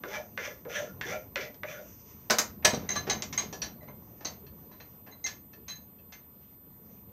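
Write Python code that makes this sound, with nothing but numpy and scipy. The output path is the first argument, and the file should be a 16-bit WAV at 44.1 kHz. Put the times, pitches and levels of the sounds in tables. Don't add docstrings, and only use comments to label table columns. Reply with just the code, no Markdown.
import sys
import numpy as np
from scipy import signal
from scipy.io import wavfile

SR = 44100
rng = np.random.default_rng(int(sys.argv[2]) if len(sys.argv) > 2 else 0)


def field_ratio(decibels):
    return 10 ** (np.asarray(decibels, dtype=float) / 20)


def store_pcm(level_fs):
    pcm = np.round(np.clip(level_fs, -1, 1) * 32767).astype(np.int16)
    wavfile.write(sys.argv[1], SR, np.atleast_2d(pcm).T)


N = 313992

# time_s, level_db
RUMBLE_LEVEL = [(0.0, -51.5), (0.65, -53.5), (1.03, -48), (1.29, -51.5), (1.49, -54), (2.3, -54.5),
                (2.85, -44), (4.24, -53), (4.42, -51), (4.86, -55), (5.73, -55), (6.43, -58), (6.86, -55.5),
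                (7.12, -52.5)]
# frequency_hz, density_db_per_hz
RUMBLE_COLOUR = [(15, -58), (25, -18), (86, -3), (182, -5), (207, -1.5), (279, -13), (422, -12.5),
                 (532, -18.5), (1030, -25), (1120, -22), (1300, -38), (1690, -42), (2860, -120)]
# frequency_hz, density_db_per_hz
HISS_COLOUR = [(590, -44.5), (1000, -6), (1090, -2), (1320, -14.5), (2890, -17), (5110, -21.5),
               (13000, -22.5)]
# pitch_hz, rms_db
WHINE_TONE = [(13679, -56)]
# start_s, level_db, bass_share_db, treble_share_db, t60_s
LANDINGS_ON_WOOD = [
    (0.0367, -37, 8, -16, 0.13),
    (0.3761, -28.5, -9, -14, 0.15),
    (0.6516, -50, 17, -45, 0.27),
    (1.012, -30.5, -10, -2, 0.16),
    (1.3581, -25, -14, -1.5, 0.12),
    (1.5439, -62.5, 12, 19, 0.096),
    (1.634, -31, -2, -27, 0.077),
]
# frequency_hz, density_db_per_hz
LANDING_COLOUR = [(180, -54), (300, -4), (561, -7.5), (1160, -3), (1680, 2), (3300, -9), (4100, -14.5),
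                  (6220, -23), (9000, -62), (11700, -74), (19800, -120)]
# bite_s, fastest_s, lift_s, rasp_db, tooth_hiss_db
FILE_STROKES = [
    (0.081, 0.155, 0.21, -34, -50.5),
    (0.382, 0.451, 0.52, -34, -51),
    (0.699, 0.762, 0.85, -32, -46.5),
    (1.047, 1.099, 1.166, -34.5, -48),
    (1.368, 1.414, 1.466, -35.5, -53),
    (1.661, 1.714, 1.815, -42, -55),
]
# landing_s, landing_db, landing_hz, pressed_db, pressed_hz
WOOD_BOOMS = [(0.043, -32.5, 455, -40, 616.7), (0.376, -36, 499.2, -50.5, 514.3),
              (0.652, -33.5, 484.5, -39.5, 557.7), (1.012, -45, 477, -35.5, 573.3),
              (1.357, -32, 540.3, -45, 538), (1.634, -37, 544.5, -43.5, 620)]
# frequency_hz, width_hz, level_db
BLADE_MODES = [(1423, 18, 8), (1680, 89, -10), (1714, 37, 12.5), (2020, 7.7, 6.5), (2313, 9.6, -6),
               (2444, 15, -14), (2580, 30, -22.5), (2800, 25, -5), (3070, 15, -1), (3530, 64, 3)]
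# frequency_hz, density_db_per_hz
RASP_COLOUR = [(410, -35), (700, -5.5), (1090, -20), (1420, -2), (1550, -13.5), (1990, -2.5), (4500, -24.5),
               (5850, -21), (9900, -120)]
# frequency_hz, density_db_per_hz
TOOTH_COLOUR = [(3000, -28), (4200, -13), (5500, 4), (7500, -4), (10000, 1), (12500, -16), (14000, -25),
                (16000, -40)]
# middle_s, half_length_s, pitch_hz, level_db
SINGING_MOMENTS = [(0.054, 0.014, 1450, -42.5), (0.153, 0.042, 870, -47.5), (0.161, 0.016, 2314, -45),
                   (0.415, 0.019, 1728, -51), (0.45, 0.032, 2020, -56), (0.486, 0.0099, 560, -42.5),
                   (0.756, 0.019, 1574, -46), (0.766, 0.027, 2030, -45), (0.808, 0.026, 570, -36),
                   (0.887, 0.026, 1410, -54), (1.05, 0.02, 1718, -40.5), (1.098, 0.02, 1980, -51),
                   (1.132, 0.025, 1400, -45), (1.15, 0.023, 2313, -43.5), (1.433, 0.032, 2300, -48.5),
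                   (1.445, 0.036, 2020, -48.5), (1.695, 0.019, 2403, -44.5), (1.707, 0.013, 1177, -54),
                   (1.767, 0.025, 1438, -49.5)]
# middle_s, half_length_s, level_db
RUBS = [(1.892, 0.1, -64), (2.007, 0.019, -70), (2.103, 0.052, -64.5), (2.237, 0.089, -66.5),
        (4.1, 0.15, -72.5), (4.194, 0.02, -76), (4.605, 0.089, -73), (4.908, 0.12, -74.5),
        (6.435, 0.045, -74), (6.528, 0.03, -76), (6.957, 0.1, -73.5)]
# frequency_hz, density_db_per_hz
RUB_SPECTRUM = [(530, -57), (900, 4), (1450, 1), (1560, -0.5), (1740, 2), (4060, -9.5), (6060, -3.5),
                (7370, -10), (12000, -6), (15600, -56), (22000, -120)]
# start_s, level_db, bass_share_db, treble_share_db, t60_s
FILE_FALLS = [
    (2.299, -22, 3, -13, 0.19),
    (2.306, -25, -10, 1, 0.11),
    (2.385, -23.5, -1.5, 3, 0.13),
]
# frequency_hz, density_db_per_hz
FALL_COLOUR = [(80, -29), (177, -7), (400, -2.5), (1450, -3.5), (2400, -8), (3050, -15.5), (4500, -6),
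               (6300, -9.5), (8300, -14.5), (9500, -17), (16000, -23.5)]
# start_s, peak_db, low_db, middle_db, high_db
DROPPED_FILE_HITS = [
    (2.3004, -21.5, 5, -1.5, -8),
    (2.3052, -5, -3, -4.5, -7),
    (2.3865, -17.5, -3, -7.5, 8.5),
]
# frequency_hz, level_db, t60_s, group
DROPPED_FILE_MODES = [(960, -6, .1, 0), (1470, -3, .12, 0), (2530, -10, .12, 0), (4371, -4, .14, 1),
                      (4522, -8, .12, 1), (4760, -3, .14, 1), (5152, -4, .1, 1), (6150, -8, .1, 2),
                      (6650, -8, .16, 2), (7050, -2, .09, 2), (7400, -3, .1, 2), (8670, -5, .08, 2),
                      (9071, -2, .08, 1)]
# start_s, level_db, bass_share_db, treble_share_db, t60_s
VISE_BLOWS = [(2.624, -45.5, -6, -45.5, 1), (2.649, -19, 0, -3, 0.14), (2.735, -35, 11.5, -14.5, 0.1),
              (2.774, -57, 1, -8, 0.64), (2.89, -39.5, -1, -12.5, 0.6), (2.956, -31.5, -3, -18, 0.11),
              (3.069, -38.5, 4.5, -28.5, 0.49), (3.097, -30.5, -13, -3, 0.16),
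              (3.222, -35, -11, -0.5, 0.11), (3.327, -38, -7, -6, 0.16), (3.376, -34.5, -4.5, -9.5, 0.3),
              (3.527, -47, 12, -2, 0.21), (3.621, -37.5, -3.5, -9.5, 0.23)]
# start_s, level_db, bass_share_db, treble_share_db, t60_s
HANDLE_SWINGS = [(3.828, -61, 4, -25, 0.28), (3.878, -54.5, 9, -41, 0.18), (4.208, -51.5, 8.5, -21, 0.22),
                 (4.248, -41.5, 0.5, -3.5, 0.25), (4.466, -61.5, -7, -15, 0.16),
                 (4.713, -62, 7.5, -18.5, 0.48), (4.801, -47, -2, -31, 0.15), (5.064, -54, 5, -32, 0.39),
                 (5.24, -56, 12.5, 4, 0.3), (5.266, -34.5, -27, -11, 0.18), (5.531, -55.5, 4, -16, 0.12),
                 (5.681, -43.5, -13.5, -15.5, 0.26), (6.122, -46.5, -9.5, -17, 0.2)]
# frequency_hz, density_db_per_hz
KNOCK_COLOUR = [(59, -42), (100, -16), (159, -6.5), (380, -5), (702, -1.5), (1570, -8), (1710, -5.5),
                (1820, -5.5), (2900, -8.5), (6220, -5), (8000, -13), (15800, -28)]
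# start_s, peak_db, pitch_hz
BENCH_THUDS = [(2.647, -14, 732), (2.657, -10.5, 750), (2.675, -17, 670), (2.679, -20, 170),
               (2.689, -23, 197), (2.733, -15.5, 238), (2.739, -18.5, 457), (2.749, -27, 400),
               (2.81, -29, 192), (2.85, -35, 390), (2.776, -18, 205.5), (3.076, -21, 428),
               (3.089, -19.5, 428), (3.112, -19, 750), (3.114, -30, 221), (3.168, -25.5, 200),
               (3.22, -31, 336), (3.439, -29, 427), (3.46, -28, 250), (3.838, -42, 163.7),
               (3.891, -38, 192), (3.819, -37.5, 650), (3.832, -36, 598), (3.883, -37, 580),
               (3.875, -36, 150), (3.886, -35, 970), (3.897, -37, 593), (3.897, -46, 930),
               (3.906, -47, 623), (3.906, -44, 1000), (3.929, -48, 910), (3.846, -48, 630),
               (4.252, -32, 920), (4.255, -31, 307), (4.714, -41.5, 990), (4.806, -50, 844)]
# start_s, third_mode_db, first_relative_db, second_relative_db
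HANDLE_BAR_HITS = [(2.6466, -33, -32, 13.5), (2.656, -28.5, -29.5, 0.5), (2.698, -40, -11, 12),
                   (2.7445, -45, -16.5, -19.5), (2.89, -32, 10.5, 3.5), (2.9038, -28.5, 0, -11),
                   (2.964, -33.5, -5, 6.5), (3.0983, -33, 6, 6.5), (3.107, -30.5, -8.5, 0),
                   (3.116, -25, -26, -41), (3.3262, -56, 24.5, -2), (3.3765, -26.5, 1, -17.5),
                   (3.382, -28, -7.5, -2), (3.392, -36, -14, -16.5), (3.4, -31.5, -16, -21),
                   (3.644, -49, -20, 9), (3.8092, -75.5, 30, 12), (3.829, -83, 31, 14),
                   (3.885, -68, 25.5, 9), (3.9, -77.5, 19, 8), (4.2525, -34.5, -3.5, -5),
                   (4.722, -79, 23, 24), (4.808, -61.5, 4.5, 14), (5.114, -57.5, -4, 1),
                   (5.123, -65, 17, 21.5), (5.2412, -34.5, 2, 1), (5.247, -29.5, -0.5, -6.5),
                   (5.6826, -43, -1, 6), (5.699, -40.5, -4, 11), (5.756, -49.5, -13.5, -4),
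                   (6.124, -59, 13, -3)]
# first_mode_hz, second_mode_hz, third_mode_hz
HANDLE_BAR_PITCHES = [(2102, 3999, 6255), (2102, 4015, 6380), (2137, 4010, 6406), (2059, 3908, 6328),
                      (2005, 3983, 6328), (2005, 3983, 6333), (2094, 4050, 6309), (2021, 3886, 6344),
                      (2021, 3990, 6344), (2029, 3884, 6338), (2137, 4002, 6279), (2061, 4013, 6465),
                      (2061, 4013, 6420), (2061, 4013, 6451), (2064, 4015, 6451), (2021, 4015, 6314),
                      (2002, 3989, 6441), (2002, 3960, 6441), (2110, 4064, 6282), (2110, 4064, 6282),
                      (1999, 3945, 6309), (2032, 3959, 6411), (2104, 4072, 6476), (2032, 3980, 6427),
                      (2050, 4005, 6427), (2075, 3983, 6430), (2069, 3989, 6430), (2013, 4013, 6392),
                      (2067, 4018, 6424), (2067, 4021, 6438), (2091, 3964, 6290)]
# offset_from_pitch_hz, level_db, t60_s, bending_mode; the top modes (3) are true pitches
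HANDLE_BAR_MODES = [(0, -3, .13, 0), (55, -14, .07, 0), (0, -2, .17, 1), (80, -13, .07, 1), (0, 3, .12, 2),
                    (-55, -9, .1, 2), (50, -8, .09, 2), (8320, 6, .08, 3), (8950, 3, .09, 3),
                    (9240, 11, .07, 3), (12960, -2, .08, 3)]
# start_s, lost_db
HANDLE_BAR_CHOKES = [(3.132, 9), (3.412, 9), (3.896, 12.5), (4.852, 9), (5.148, 6), (5.268, 6),
                     (5.281, 4.5), (5.693, -1), (5.748, 9)]
# start_s, low_db, middle_db, high_db, top_db
SCREW_END_HITS = [(2.646, -50, -48, -29, -29), (2.744, -61, -56, -44, -35), (3.102, -63, -55, -35, -45),
                  (3.117, -64, -55, -51, -44), (3.53, -44, -42, -47, -37), (3.6175, -48, -39.5, -33.5, -30),
                  (4.2073, -56.5, -60, -70.5, -67), (4.2537, -64.5, -48, -38, -41),
                  (4.465, -67, -56, -61, -64), (4.716, -65, -64.5, -70, -64), (4.804, -69, -52, -60.5, -59),
                  (5.0698, -60, -57, -72, -75), (5.2615, -41.5, -38.5, -39.5, -34),
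                  (5.5345, -56.5, -52.5, -60, -61.5), (5.6847, -62.5, -47, -49.5, -66.5),
                  (5.713, -53, -48, -58, -69), (5.752, -61.5, -63, -69, -72), (5.986, -73, -58, -72, -73),
                  (6.123, -59.5, -47, -59, -57.5)]
# frequency_hz, level_db, t60_s, group
SCREW_MODES = [(1717, -1, .12, 0), (1766, 3, .13, 0), (2610, -1, .1, 1), (3168, -10, .09, 1),
               (3482, -11, .08, 1), (4200, -2, .1, 2), (4530, -4, .14, 2), (5460, -15, .07, 3),
               (5826, -4, .055, 3), (8350, -14, .06, 3), (10520, -20, .12, 3)]
# start_s, low_db, middle_db, high_db, top_db
VISE_BODY_HITS = [(2.648, -40, -21, -25, -29.5), (2.747, -57, -60, -46, -62),
                  (2.89, -60.5, -47.5, -53, -64), (2.959, -25, -39.5, -47, -68),
                  (3.1, -37.5, -37, -53, -63), (3.383, -40, -61, -42, -52), (3.6194, -70, -48, -44.5, -72)]
# frequency_hz, level_db, t60_s, group
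VISE_MODES = [(1175, -3, .11, 0), (1716, 0, .13, 1), (2470, 3, .06, 2), (3050, -3, .07, 2),
              (3230, 0, .08, 2), (3690, -3, .1, 2), (7830, 11, .05, 3), (8330, 10, .06, 3),
              (8520, 13, .05, 3)]
# start_s, lost_db
VISE_BODY_CHOKES = [(2.678, 4), (2.705, 8)]
# start_s, peak_db, pitch_hz, t60_s
STEEL_PINGS = [(2.746, -52, 10520, .1), (2.891, -49, 10450, 0.17), (2.891, -53, 8960, 0.11),
               (3.378, -45, 10560, .08), (3.486, -53, 11200, .07), (3.622, -46, 10470, .25),
               (5.684, -61, 9230, .12)]
# frequency_hz, width_hz, gain_db
MIC_PORTS = [(6080, 600, 10.42), (12200, 710, 12)]
EDGES_HZ = 28 * 2 ** np.arange(0, 9.4, 1 / 3)


def rms_one(x):
    return x / np.sqrt(np.mean(x ** 2) + 1e-20)


def in_time(rows):
    return field_ratio(np.interp(np.arange(N) / SR, *np.transpose(rows)))


def at_hz(points, hz):
    points_hz, points_db = np.transpose(points)
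    return np.interp(np.log(hz), np.log(points_hz), points_db, left=-90)


def filtered(x, order, hz, kind="low"):
    return signal.sosfilt(signal.butter(order, hz, kind, fs=SR, output="sos"), x)


def drift(rate):
    r = np.exp(-80 * np.pi * rate / SR)
    slow = signal.lfilter([1], [1, -2 * r, r * r], rng.standard_normal(N // 40 + 2002))[2000:]
    return np.interp(np.arange(N) / 40, np.arange(len(slow)), rms_one(slow))


def bands(x, spectrum):
    for k, (low, high) in enumerate(zip(EDGES_HZ, EDGES_HZ[1:])):
        centre_hz = np.sqrt(low * high)
        db = at_hz(spectrum, centre_hz)
        if db > -70:
            yield centre_hz, field_ratio(db) * filtered(x[k % 2], 2, [low, high], "band")


def coloured(x, spectrum, patchy_db, rate):
    return rms_one(sum(part * field_ratio(patchy_db * drift(rate)) for hz, part in bands(x, spectrum)))


def coloured_noise(spectrum, patchy_db, rate):
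    return coloured(rng.standard_normal((2, N)), spectrum, patchy_db, rate)


def grains(per_s, spread_db):
    sizes = field_ratio(spread_db * np.minimum(rng.exponential(1, (2, N)), 5))
    sizes *= rng.choice([-1, 1], (2, N))
    return sizes * (rng.random((2, N)) < per_s / SR)


def resonance(x, hz, width):
    r = np.exp(-np.pi * width / SR)
    peak = np.array([1, 0, -1]) * (1 - r * r) / 2
    return signal.lfilter(peak, [1, -2 * r * np.cos(2 * np.pi * hz / SR), r * r], x)


def rumble():
    return in_time(RUMBLE_LEVEL) * coloured_noise(RUMBLE_COLOUR, patchy_db=3.0, rate=18.0)


def electronics():
    hiss = field_ratio(-71) * coloured_noise(HISS_COLOUR, patchy_db=2.5, rate=9.5)
    hz, db = WHINE_TONE[0]
    phase = 2 * np.pi * np.cumsum(hz + 3 * drift(3)) / SR
    return hiss + np.sqrt(2) * field_ratio(db + 0.65 * drift(8)) * np.sin(phase)


def blows(hits, spectrum, colour_hz, rise_cycles, slow_bass, snap_db, gain_db, strike):
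    out, age = np.zeros(N), np.arange(SR // 3) / SR
    snap = 1 + field_ratio(snap_db - 12000 * age)
    rattle = rms_one(grains(9000, spread_db=3))
    rattle[:, [round(s * SR) + 2 for s, *_ in hits]] = strike
    for hz, part in bands(rattle, spectrum):
        shape = np.zeros(N + len(age))
        rise = (snap if hz > 900 else 1) * (1 - np.exp(-age * hz / rise_cycles))
        for s, peak_db, low_db, high_db, t60 in hits:
            db = peak_db + gain_db + np.interp(np.log(hz), np.log(colour_hz), [low_db, 0, high_db])
            db += max(peak_db + 31, 0) * max(np.log2(hz / 6500), 0) * 1.2
            band_t60 = max(t60, .02) * (1000 / hz) ** slow_bass
            shape[round(s * SR):][:len(age)] += rise * field_ratio(db - 60 * age / band_t60)
        out += part * shape[:N]
    return out


def file_landings():
    return blows(LANDINGS_ON_WOOD, LANDING_COLOUR, [500, 2000, 6000], rise_cycles=0.25,
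                 slow_bass=0.083, snap_db=-7.5, gain_db=7.0, strike=32)


def stroke_levels():
    bite_time_s, lift_loss_db, lift_fade_db_per_s = 0.035, 18.5, 304
    rasp_bite_loss_db, hiss_bite_loss_db = 11.5, 15
    boom_rise_s, boom_fade_db_per_s = 0.011, 330
    press_db_per_s, release_db_per_s = 67, 373
    t, boom, rasp, hiss, pitch = np.arange(N) / SR, 0, 0, 0, []
    for stroke, wood in zip(FILE_STROKES, WOOD_BOOMS):
        bite, fastest, lift, rasp_db, hiss_db = stroke
        land, land_db, land_hz, press_db, press_hz = wood
        corners = [bite - bite_time_s, bite, fastest, lift, lift + 1]
        after = [0, -lift_loss_db, -lift_loss_db - lift_fade_db_per_s]
        speed = field_ratio(np.interp(t, corners, [-70, -rasp_bite_loss_db, *after]))
        bright = field_ratio(np.interp(t, corners, [-70, -hiss_bite_loss_db, *after]))
        rasp = rasp + field_ratio(rasp_db) * speed
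        hiss = hiss + field_ratio(hiss_db) * bright ** 0.6
        age = np.maximum(t - land, 0)
        fade_db = boom_fade_db_per_s * np.maximum(age - boom_rise_s, 0)
        boom = boom + np.minimum(age / boom_rise_s, 1) * field_ratio(land_db - fade_db)
        pressed_db = np.where(t < lift, press_db_per_s * (t - lift), release_db_per_s * (lift - t))
        boom = boom + (t > bite) * field_ratio(press_db + pressed_db)
        pitch += [(land + 0.0416, land_hz), (fastest, press_hz), (lift + .08, press_hz)]
    return boom, rasp, hiss, np.interp(t, *np.transpose(sorted(pitch)))


def carving_boom(teeth, boom_hz, width_hz):
    slow = filtered(teeth[0] + 1j * teeth[1], 2, width_hz / 2)
    slow /= np.sqrt(np.abs(slow) + 1e-9)
    turning = np.exp(2j * np.pi * np.cumsum(boom_hz + 40 * drift(11.97)) / SR)
    return rms_one((slow * turning).real * field_ratio(2.5 * drift(30)))


def blade_rasp(teeth):
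    blade = 0
    for k, (hz, width, db) in enumerate(BLADE_MODES):
        swell = field_ratio(db + 3 * drift(22))
        blade = blade + (-1) ** k * swell * rms_one(resonance(teeth[0], hz, 2.6 * width))
    fibres = coloured(teeth, RASP_COLOUR, patchy_db=4.5, rate=3.8)
    return rms_one(rms_one(blade) + field_ratio(0.5) * fibres)


def tooth_hiss(teeth, level):
    bright = coloured(teeth, TOOTH_COLOUR, patchy_db=1.0, rate=25)
    bright += .9 * resonance(bright, 6100, 600)
    bright = rms_one(bright + 0.82 * resonance(bright, 11700, 350))
    top = filtered(bright, 2, 7600, "high")
    top_lost = 1 - np.minimum(level / field_ratio(-71), 1) ** 0.3
    return level * (bright - top * top_lost)


def filing():
    boom, rasp, hiss, boom_hz = stroke_levels()
    teeth = grains(4000, spread_db=3.5)
    wood = boom * carving_boom(teeth, boom_hz, width_hz=151)
    return wood + rasp * blade_rasp(teeth) + tooth_hiss(teeth, hiss)


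def singing():
    out, teeth = np.zeros(N), grains(6000, spread_db=3.5)[0]
    for s, half, hz, db in SINGING_MOMENTS:
        span = slice(max(round((s - .1) * SR), 0), round((s + .1) * SR))
        t = np.arange(span.start, span.stop) / SR
        swell = field_ratio(db) * np.exp(-((t - s) / half) ** 2)
        out[span] += swell * rms_one(resonance(teeth[span], hz, 41))
    return out


def rubbing():
    t = np.arange(N) / SR
    level = sum(field_ratio(db) * np.exp(-((t - s) / half) ** 2) for s, half, db in RUBS)
    return level * coloured_noise(RUB_SPECTRUM, patchy_db=2.5, rate=3.0)


def clinks(hits, modes, damping, chatter_s, spread_db, gain_db, rough_db, pitches=None, chokes=()):
    out, size = np.zeros(N + SR), SR // 3
    contact_db = np.array([4.5, -12, -14, -15, -16, -17])
    waver = [drift(70) for _ in range(4)]
    for i, (s, peak_db, *group_db) in enumerate(hits):
        at = (rng.random(6) * chatter_s * [0, 1, 1, 1, 1, 1] * SR).astype(int)
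        start = round(s * SR)
        span = slice(start, start + size)
        t = s + np.arange(size) / SR
        kept = field_ratio(-sum(lost_db * np.clip((t - when) / .004, 0, 1) for when, lost_db in chokes if when > s))
        for k, (hz, db, t60, group) in enumerate(modes):
            hz += pitches[i][group] if pitches else 0
            strength_db = peak_db + group_db[group] + db + gain_db + contact_db
            clicks = np.full(size, 1e-18)
            np.add.at(clicks, at, field_ratio(strength_db + spread_db * rng.standard_normal(6)))
            r, w = field_ratio(-60 * damping / (t60 * SR)), 2 * np.pi * hz / SR
            ringing = signal.lfilter([0, np.sin(w)], [1, -2 * r * np.cos(w), r * r], clicks)
            out[span] += kept * resonance(ringing, hz, 280) * field_ratio(rough_db * waver[k % 4][span])
    return out[:N]


def file_falls():
    return blows(FILE_FALLS, FALL_COLOUR, [400, 2000, 12000], rise_cycles=0.9,
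                 slow_bass=0.095, snap_db=-5.5, gain_db=11.5, strike=17)


def dropped_file():
    return clinks(DROPPED_FILE_HITS, DROPPED_FILE_MODES, damping=1.4, chatter_s=0.012,
                  spread_db=4.0, gain_db=-25, rough_db=4)


def vise_knocks():
    return blows(VISE_BLOWS + HANDLE_SWINGS, KNOCK_COLOUR, [400, 2000, 12000], rise_cycles=1.0,
                 slow_bass=0.13, snap_db=-12.5, gain_db=13.0, strike=4)


def handle():
    let_go_s, uneven_db = 3.7, 1.2
    top_db, top_growth = 6.5, 2.09
    bar_rows = []
    for s, db, first, second in HANDLE_BAR_HITS:
        bar_rows.append((s, db, first, second, 0, top_growth * (db + second) - db + top_db))
    screw_rows = [(s, 0, *levels) for s, *levels in SCREW_END_HITS]
    out = np.zeros(N)
    for held, damping, rocking_db in ((True, 1.1, 4.5), (False, .9, 1.8)):
        bar = [row for row in bar_rows if (row[0] < let_go_s) == held]
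        screw = [row for row in screw_rows if (row[0] < let_go_s) == held]
        pitches = [(*hz, 0) for hz, row in zip(HANDLE_BAR_PITCHES, bar_rows) if (row[0] < let_go_s) == held]
        out += clinks(bar, HANDLE_BAR_MODES, damping, chatter_s=.018, spread_db=uneven_db, gain_db=-9.5,
                      rough_db=rocking_db, pitches=pitches, chokes=HANDLE_BAR_CHOKES)
        out += clinks(screw, SCREW_MODES, damping, chatter_s=0.012, spread_db=uneven_db, gain_db=-6.5,
                      rough_db=2.5)
    return out


def thuds():
    out, age = np.zeros(N), np.arange(SR // 5) / SR
    for s, db, hz in BENCH_THUDS:
        ringing = np.sin(2 * np.pi * hz * age) + 0.13 * np.sin(3.1 * np.pi * hz * age)
        fade_db = 60 * age * np.sqrt(200 * hz) / 9.2
        out[round(s * SR):][:len(age)] += field_ratio(db - 6.5 - fade_db) * ringing
    return out


def vise_body():
    hits = [(s, 0, *levels) for s, *levels in VISE_BODY_HITS]
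    return clinks(hits, VISE_MODES, damping=1.1, chatter_s=0.012, spread_db=1.0, gain_db=-4.0,
                  rough_db=2.5, chokes=VISE_BODY_CHOKES)


def pings():
    out, age = np.zeros(N), np.arange(SR // 4) / SR
    for s, db, hz, t60 in STEEL_PINGS:
        beat = 1 + .3 * np.cos(2 * np.pi * 45 * age)
        level = field_ratio(db - 60 * age / t60) * np.minimum(age / 0.0025, 1)
        out[round(s * SR):][:len(age)] += level * beat * np.sin(2 * np.pi * hz * age)
    return out


def workshop(x):
    t60_s, level_db, wall_cut_hz = 0.27, -6, 1600
    age = np.arange(SR // 2) / SR
    tail = rng.standard_normal(len(age)) * field_ratio(-60 * age / t60_s) * (age > .004)
    dull = filtered(tail, 1, wall_cut_hz)
    tail = dull + (tail - dull) * field_ratio(-120 * age)
    return x + field_ratio(level_db) * signal.fftconvolve(x, tail / np.sqrt(np.sum(tail ** 2)))[:N]


def microphone(x):
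    bass_cut_hz, fall_hz, fall_db = 49, 6280, -12.5
    x = filtered(x, 4, bass_cut_hz, "high")
    x = filtered(x, 4, fall_hz) + field_ratio(fall_db) * filtered(x, 4, fall_hz, "high")
    return x + sum((field_ratio(db) - 1) * resonance(x, hz, width) for hz, width, db in MIC_PORTS)


def scene():
    wood = file_landings() + field_ratio(-4.0) * filing() + singing()
    steel = dropped_file() + handle() + vise_body() + pings()
    knocks = file_falls() + vise_knocks() + thuds()
    return (workshop(wood + steel + knocks) + rumble() + rubbing())[None]


def top_cut(x):
    return signal.sosfilt(signal.butter(12, 16810, fs=SR, output="sos"), x)


def record(dry):
    top, cut_hz = .7, 16300
    rounded = top * np.tanh((microphone(dry) + electronics()) / top)
    mix = signal.sosfilt(signal.cheby2(12, 40, cut_hz, fs=SR, output="sos"), rounded)
    return top_cut(mix)


dry = scene()
out = record(dry)
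store_pcm(out)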